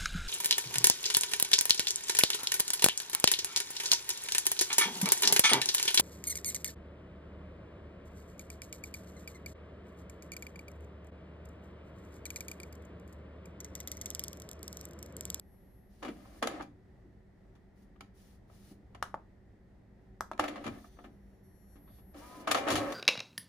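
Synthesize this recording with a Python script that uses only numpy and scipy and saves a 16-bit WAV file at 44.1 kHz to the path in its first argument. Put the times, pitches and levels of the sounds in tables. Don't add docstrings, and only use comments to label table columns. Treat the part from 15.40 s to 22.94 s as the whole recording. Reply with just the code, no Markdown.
import sys
import numpy as np
from scipy import signal
from scipy.fft import rfft, irfft, next_fast_len
from scipy.io import wavfile

SR = 44100
rng = np.random.default_rng(int(sys.argv[2]) if len(sys.argv) > 2 else 0)


def to_wav(s):
    ch = np.atleast_2d(s).T
    pcm = np.round(np.clip(ch, -1, 1) * 32767)
    wavfile.write(sys.argv[1], SR, pcm.astype(np.int16))


N = 332514
TIME = np.arange(N) / SR
FREQS = np.fft.rfftfreq(N, 1 / SR)

# (frequency [Hz], level [dB])
RATTLE_TONE = [(50, -21.5), (120, -31), (260, -3.5), (600, 11), (1250, 10), (2200, 3.5), (3400, 1.5),
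               (5000, -6), (7200, -6.5), (8500, -18.5), (10000, -7.5), (12200, -20.5), (13700, -13),
               (16000, -27)]
# (frequency [Hz], level [dB], t60 [s])
CASE_MODES = [(256, -21, 0.17), (293.7, -14, 0.25), (472, -11.5, 0.11), (556, -53, 0.26), (714, -6, 0.088),
              (793.4, -8, 0.15), (1088, -15.5, 0.045), (1338, -1.5, 0.044), (1800, -47, 0.057),
              (1824, -32, 0.17), (2400, -6, .1), (2750, -24.5, .09), (3390, -35, 0.033), (3470, -9, 0.061),
              (4840, -3, 0.047), (7250, -17, .05)]


def knocks(rise_s=0.0017, thump_db=-21):
    # (time [s], level [dB], hardness [dB], rattle decay [s])
    hits = [(0.627, -32, -2.5, 0.0084), (.647, -36, -2, 0.013), (.68, -39.5, -3.5, 0.016),
            (.853, -37.5, -13, 0.0033), (1.025, -17, -2, 0.0073), (1.071, -23.5, 4, 0.0035),
            (1.197, -28, -17, 0.009), (1.208, -27.5, -8.5, 0.0056), (1.221, -46.5, 3, 0.009),
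            (2.152, -62, 1, .01), (2.56, -46.5, -9.5, 0.0037), (2.607, -35, 0.5, 0.0035),
            (3.097, -45.5, -16, 0.0059), (3.547, -37, -4, .005), (4.932, -29.5, -6.5, 0.0023),
            (4.977, -43, -1, .003), (5.037, -25.5, -4, .01), (5.079, -27.5, -1, 0.0067),
            (5.157, -37, -4.5, 0.011), (5.177, -26, -15, 0.0054), (5.24, -37.5, -3, 0.024),
            (5.264, -32.5, -2, 0.0096), (5.277, -25.5, -4, 0.0039), (5.442, -38.5, -18, 0.0077),
            (5.567, -47, -22, .009), (5.587, -38.5, -17.5, 0.01), (5.64, -45, -6.5, .017),
            (6.24, -59, -12.5, 0.0068), (6.354, -62, -2, 0.023), (6.474, -53, -12.5, 0.026),
            (6.584, -51.5, -9, 0.01), (6.744, -53, -3, 0.0045), (7.073, -23.5, -3, 0.016),
            (7.106, -25, -6, 0.014), (7.112, -21, 5.5, 0.0074), (7.145, -18, -2.5, .013),
            (7.171, -29, -1, 0.02), (7.274, -22, -6, .009), (7.284, -22, -1.5, 0.0093),
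            (7.301, -30.5, 4, 0.033), (7.354, -27, 3.5, 0.013), (7.372, -36, 3, 0.021),
            (7.521, -34, 4, 0.0053)]
    # (frequency [Hz], gain [dB per dB of hardness])
    hardness_tilt = [(1400, 0.5), (2700, 1), (5000, 1.84), (8000, 2.24)]
    # (time [s], level [dB])
    stops = [(.647, -39), (0.681, -37.5), (1.2, -45.5), (1.636, -52), (3.309, -49), (5.255, -35),
             (5.643, -46), (6.354, -53.5), (6.744, -49.5), (6.965, -47), (7.113, -37), (7.296, -33.5),
             (7.372, -32)]
    out, t, hz = np.zeros((2, N)), np.arange(SR // 5) / SR, np.fft.rfftfreq(1024, 1 / SR)
    for start, db, hardness, decay in hits:
        body = minimum_phase(curve(RATTLE_TONE, hz) + hardness * curve(hardness_tilt, hz))
        add(out, start, amp(db) * signal.fftconvolve(rattle(t, decay, rise_s), body[None]))
        add(out, start, amp(db + thump_db) * thump(t))
    for start, db in stops:
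        add(out, start, amp(db) * thump(t))
    return ring(out, CASE_MODES, ring_db=-40)


def latch(flex_s=0.00032, tick_decay_s=.001, tick_edge_hz=11000):
    snaps = [(3.626, -16.5, 1200, -8, 0.0041, -16.5, -21), (3.7423, -21.5, 960, -41, .0034, -15.5, -29),
             (4.8078, -19, 1200, -9, .003, -15.5, -29.5), (4.9145, -24.5, 1000, -24, .003, -3.5, -20),
             (4.9944, -19.5, 1010, -18, .0017, 7, -1.5)]
    # (frequency [Hz], level [dB], t60 [s])
    panel_modes = [(642, -6, 0.092), (936, -4, 0.047), (1303, -31, 0.17), (1463, -37, 0.059),
                   (4600, -39, .08)]
    out, t, hz = np.zeros((2, N)), np.arange(SR // 10) / SR, np.fft.rfftfreq(1024, 1 / SR)
    swing = (t / flex_s / 2) ** 2 * np.exp(2 - t / flex_s)
    body = minimum_phase(curve(RATTLE_TONE, hz))[None]
    lowpass = signal.butter(2, tick_edge_hz, fs=SR, output="sos")
    for start, db, pitch, tick_db, delay, rebound_db, rattle_db in snaps:
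        flex = amp(db) * swing * np.sin(2 * np.pi * pitch * (t - 2 * flex_s))
        tick = signal.sosfilt(lowpass, rattle(t, tick_decay_s, rise_s=0.00017))
        add(out, start, flex + amp(db + tick_db) * tick)
        add(out, start + delay, amp(rebound_db) * flex)
        add(out, start, amp(db + rattle_db) * signal.fftconvolve(rattle(t, decay_s=0.0058), body))
    return ring(out, panel_modes, ring_db=-39.5)


def rattle(t, decay_s, rise_s=0.00084, grit_db=3):
    noise = rng.standard_normal((2, len(t)))
    grit = np.repeat(rng.standard_normal(len(t)), 32)[:len(t)]
    return stereo(unit(noise * amp(grit_db * grit))) * (1 - np.exp(-t / rise_s)) * np.exp(-t / decay_s)


def thump(t, band_hz=(205, 350), rise_s=0.0068, decay_s=0.02):
    bandpass = signal.butter(2, band_hz, "band", fs=SR, output="sos")
    boom = unit(signal.sosfilt(bandpass, rng.standard_normal(len(t))))
    return boom * (1 - np.exp(-t / rise_s)) * np.exp(-t / decay_s)


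def ring(x, modes, ring_db):
    t = np.arange(SR // 3) / SR
    tones = sum(amp(db - 60 * t / t60) * np.sin(2 * np.pi * hz * t) for hz, db, t60 in modes)
    return x + amp(ring_db) * signal.fftconvolve(x, tones[None])[:, :N]


def gears(tooth_hz=555, tooth_depth=0.23, shudder_db=1, ticks_per_s=110, tick_db=17, gain_db=-2.5):
    # (start [s], length [s], level [dB], sag [dB/s])
    runs = [(0.62, 0.053, -42.5, 70), (0.75, 0.23, -60.5, -5), (1.017, 0.17, -40, 29),
            (4.989, 0.38, -35.5, 68), (5.252, 0.019, -42, 40), (5.312, 0.077, -52, 52),
            (6.736, .33, -54, -6), (7.068, 0.23, -37, 5), (7.262, .27, -32.5, 24)]
    # (frequency [Hz], level [dB])
    scrape_tone = [(35, -31.5), (60, -14), (135, -12.5), (309, -3), (458, -3.5), (551, 2), (875, -7),
                   (1080, -6.5), (1210, -7), (1670, -8.5), (8230, -35.5), (10400, -35), (12200, -46),
                   (15000, -39)]
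    # (frequency [Hz], width [Hz], level against the scrape [dB])
    frame_hum = [(305, 36, -9)]
    teeth = 1 + tooth_depth * np.cos(2 * np.pi * np.cumsum(tooth_hz * (1 + 0.02 * drift(18))) / SR)
    contact = rng.standard_normal((2, N)) * teeth * amp(shudder_db * drift(70))
    ticks = amp(tick_db) * rng.standard_normal((2, N)) * (rng.random(N) < ticks_per_s / SR)
    scrape = ring(colour(contact + ticks, amp(curve(scrape_tone, FREQS))), CASE_MODES, ring_db=-41)
    drives = [stroke(start, length, db, -sag, attack_s=.008, release_s=.028)
              for start, length, db, sag in runs]
    return amp(gain_db) * (unit(scrape) + bands(frame_hum)) * np.max(drives, axis=0)


def mesh_note(note, harmonics, gain_db, swell_db_per_s, waver, start_flat=0.12, spin_up_s=0.0311):
    start, length, hz = note
    speed = 1 - start_flat * np.exp(-np.maximum(TIME - start, 0) / spin_up_s)
    angle = 2 * np.pi * np.cumsum(hz * speed * (1 + waver * drift(59.2))) / SR
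    tone = sum(amp(db + 2 * drift(30)) * np.sin(order * angle) for order, db in harmonics)
    return tone * stroke(start, length, gain_db, swell_db_per_s, attack_s=0.016, release_s=0.022)


def gear_notes():
    # (start [s], length [s], fundamental at full speed [Hz])
    creep_note = (6.8, .225, 250.5)
    run_note = (7.09, .45, 277)
    # (multiple of the fundamental, level [dB])
    creep_harmonics = [(1, -4), (4, 1), (5, -2)]
    run_harmonics = [(2, 1.5), (4, -4), (6, -28)]
    creep = mesh_note(creep_note, creep_harmonics, gain_db=-60, swell_db_per_s=12, waver=0.0079)
    return creep + mesh_note(run_note, run_harmonics, gain_db=-53, swell_db_per_s=24, waver=0.019)


def sway():
    # (start [s], length [s], level [dB])
    lurches = [(5.232, 0.037, -43), (7.3, 0.057, -40)]
    # (frequency [Hz], width [Hz], level [dB])
    rocking = [(105.5, 40, 2.5)]
    push = sum(stroke(*lurch, 0, attack_s=0.082, release_s=0.045) for lurch in lurches)
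    return bands(rocking) * push


def carriage(uneven_db=1):
    # (start [s], length [s], level [dB], swell [dB/s])
    glides = [(0.474, 0.52, -77, 19.5), (2.337, 0.1, -78.5, 8), (2.734, 0.22, -67, -34),
              (3.068, .25, -73.5, 32.5), (5.178, .3, -73, 18), (5.47, 0.19, -74.5, -8),
              (6.49, 0.1, -74, -6.5), (6.728, 0.29, -62.5, 5), (7.2, 0.44, -69, 32)]
    # (frequency [Hz], level [dB])
    rail_tone = [(500, -1), (1500, 1), (3000, 1.5), (6000, 2), (8300, -5), (10200, 4), (12200, -8),
                 (13800, 3.5), (16000, -5)]
    motion = np.max([stroke(*glide, attack_s=0.055, release_s=0.019) for glide in glides], axis=0)
    hiss = colour(rng.standard_normal((2, N)), amp(curve(rail_tone, FREQS)))
    return hiss * motion * amp(uneven_db * drift(39.3))


def motor_whine(chop_hz=1440.3, gain_db=2, left_lead_s=7e-6, waver_db=3, fade_s=0.011):
    # (start [s], end [s], level [dB], duty cycle [0-1])
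    holds = [(0, .51, -79, .088), (5.3, 5.69, -82, .135), (5.69, 6.03, -77, .122),
             (6.03, 6.38, -68.5, .113), (6.38, 6.73, -75.5, .06)]
    # (frequency [Hz], level [dB])
    coil_tone = [(4320, -26.5), (5760, -17.5), (7200, -21), (8640, -42), (10080, -7.5), (11520, 3),
                 (12960, -4), (14400, -16)]
    out, orders = np.zeros((2, N)), np.arange(3, 11)[:, None]
    hz = orders * chop_hz
    for start, end, db, duty in holds:
        t = TIME[round(start * SR):round((end + fade_s) * SR)]
        heights = np.sqrt(2) * amp(db + curve(coil_tone, hz)) * np.sin(np.pi * orders * duty)
        tone = np.array([(heights * np.sin(2 * np.pi * hz * (t + lead))).sum(0)
                         for lead in (left_lead_s, 0)])
        fade = np.clip(np.minimum(t - start, t[-1] - t) / fade_s, 0, 1)
        add(out, start, tone * fade)
    return out * amp(gain_db + waver_db * np.array([drift(14), drift(4.8)]))


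def sizzle(whistle_hz=6035):
    # (start [s], length [s], level [dB], relative whistle level [dB])
    bursts = [(5.377, .24, -81.5, 2), (6.45, 0.12, -81, -10.5)]
    # (frequency [Hz], width [Hz], level [dB])
    hiss_bands = [(3520, 450, 0.5), (4420, 310, -3)]
    hiss = bands(hiss_bands)
    whistle = np.sin(2 * np.pi * np.cumsum(whistle_hz + 8 * drift(60)) / SR)
    return sum((hiss + amp(whistle_db) * whistle)
               * stroke(start, length, db, 0, attack_s=0.045, release_s=0.045)
               for start, length, db, whistle_db in bursts)


def room(x, wet_db=-10, desk_db=-9, desk_decay_s=0.0056):
    # (frequency [Hz], t60 [s])
    decay_times = [(100, 0.99), (500, 0.21), (1500, 0.23), (5000, 0.25), (14000, 0.22)]
    t = np.arange(SR // 2) / SR
    hz, frames, spectra = signal.stft(stereo(rng.standard_normal((2, len(t)))), SR, nperseg=256)
    spectra *= amp(-60 * frames / curve(decay_times, hz)[:, None])
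    tail = signal.istft(spectra, SR, nperseg=256)[1][:, :len(t)] * (t > .006)
    early = stereo(rng.standard_normal((2, len(t)))) * np.exp(-t / desk_decay_s) * (t > .0015)
    echoes = amp(wet_db) * tail / np.linalg.norm(tail[0])
    echoes += amp(desk_db) * early / np.linalg.norm(early[0])
    return x + signal.fftconvolve(x, echoes, axes=1)[:, :N]


def place_left(x):
    # (frequency [Hz], left minus right [dB])
    balance = [(200, 0.5), (1300, 0.5), (2400, 1.5), (4400, 4.5), (8100, 1), (15000, -1)]
    size = next_fast_len(N + SR)
    hz = np.fft.rfftfreq(size, 1 / SR)
    pan = amp(np.array([[.5], [-.5]]) * curve(balance, hz))
    lag = np.exp(-2j * np.pi * hz * np.array([[0], [1]]) / SR)
    return irfft(rfft(x, size) * pan * lag, size)[:, :N]


def room_tone(rumble_db=-60.5, swell_db=0.7):
    # (frequency [Hz], level [dB])
    rumble_tone = [(15, -26), (25, -8.5), (54, -0.5), (135, -6), (320, -12.5), (520, -17.5), (780, -20.5),
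                   (1100, -30.5), (1450, -30.5), (2900, -40.5), (5000, -44.5), (9000, -52), (15000, -57.5)]
    # (frequency [Hz], width [Hz], level [dB])
    hums = [(54.7, 30, -64.5), (108.6, 3.9, -70), (196.4, 21, -65.5), (376.8, 18, -73), (1876, 400, -80.5)]
    rumble = colour(rng.standard_normal((2, N)), amp(curve(rumble_tone, FREQS)))
    return rumble * amp(rumble_db + swell_db * drift(4.7)) + bands(hums)


def stroke(start, length, db, swell_db_per_s, attack_s, release_s):
    t = TIME - start
    driven = np.clip(t / attack_s, 0, 1) * amp(db + swell_db_per_s * np.clip(t, 0, length))
    return driven * np.exp(-np.maximum(t - length, 0) / release_s)


def stereo(x):
    # (frequency [Hz], left-right likeness [0-1])
    likeness = [(60, 0.96), (290, 0.86), (640, 0.45), (1400, 0.394), (3100, 0.15), (7000, 0.19),
                (15000, 0.93)]
    a, b = rfft(x)
    same = np.clip(curve(likeness, np.fft.rfftfreq(x.shape[1], 1 / SR)), 0, 1)
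    mid, side = np.sqrt((1 + same) / 2) * a, np.sqrt((1 - same) / 2) * b
    return irfft(np.array([mid + side, mid - side]), x.shape[1])


def colour(x, gain):
    return unit(irfft(rfft(stereo(x)) * gain, N))


def bands(rows):
    return sum(amp(db) * colour(rng.standard_normal((2, N)), 1 / (1 + (2 * (FREQS - hz) / width) ** 2))
               for hz, width, db in rows)


def minimum_phase(db):
    log_gain = np.log(amp(np.r_[db, db[-2:0:-1]]))
    return np.fft.ifft(np.exp(np.conj(signal.hilbert(log_gain)))).real


def drift(rate_hz):
    return unit(irfft(rfft(rng.standard_normal(N)) * np.exp(-(FREQS / rate_hz) ** 2), N))


def curve(points, hz):
    f, value = np.transpose(points)
    return np.interp(np.log(hz + 1), np.log(f + 1), value)


def add(mix, start_s, sound):
    part = mix[:, round(start_s * SR):][:, :sound.shape[-1]]
    part += sound[..., :part.shape[1]]


def amp(db):
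    return 10 ** (np.asarray(db) / 20)


def unit(x):
    return x / np.sqrt(np.mean(x ** 2) + 1e-20)


def scene():
    mechanism = room(knocks() + latch() + gears() + carriage())
    printer = mechanism + gear_notes() + motor_whine() + sizzle() + sway()
    return place_left(printer) + room_tone()


def record(dry, edge_hz=15500):
    lowpass = signal.firwin(511, edge_hz, window=("kaiser", 9), fs=SR)
    return signal.oaconvolve(dry, lowpass[None], "same")


dry = scene()
out = record(dry)
to_wav(out)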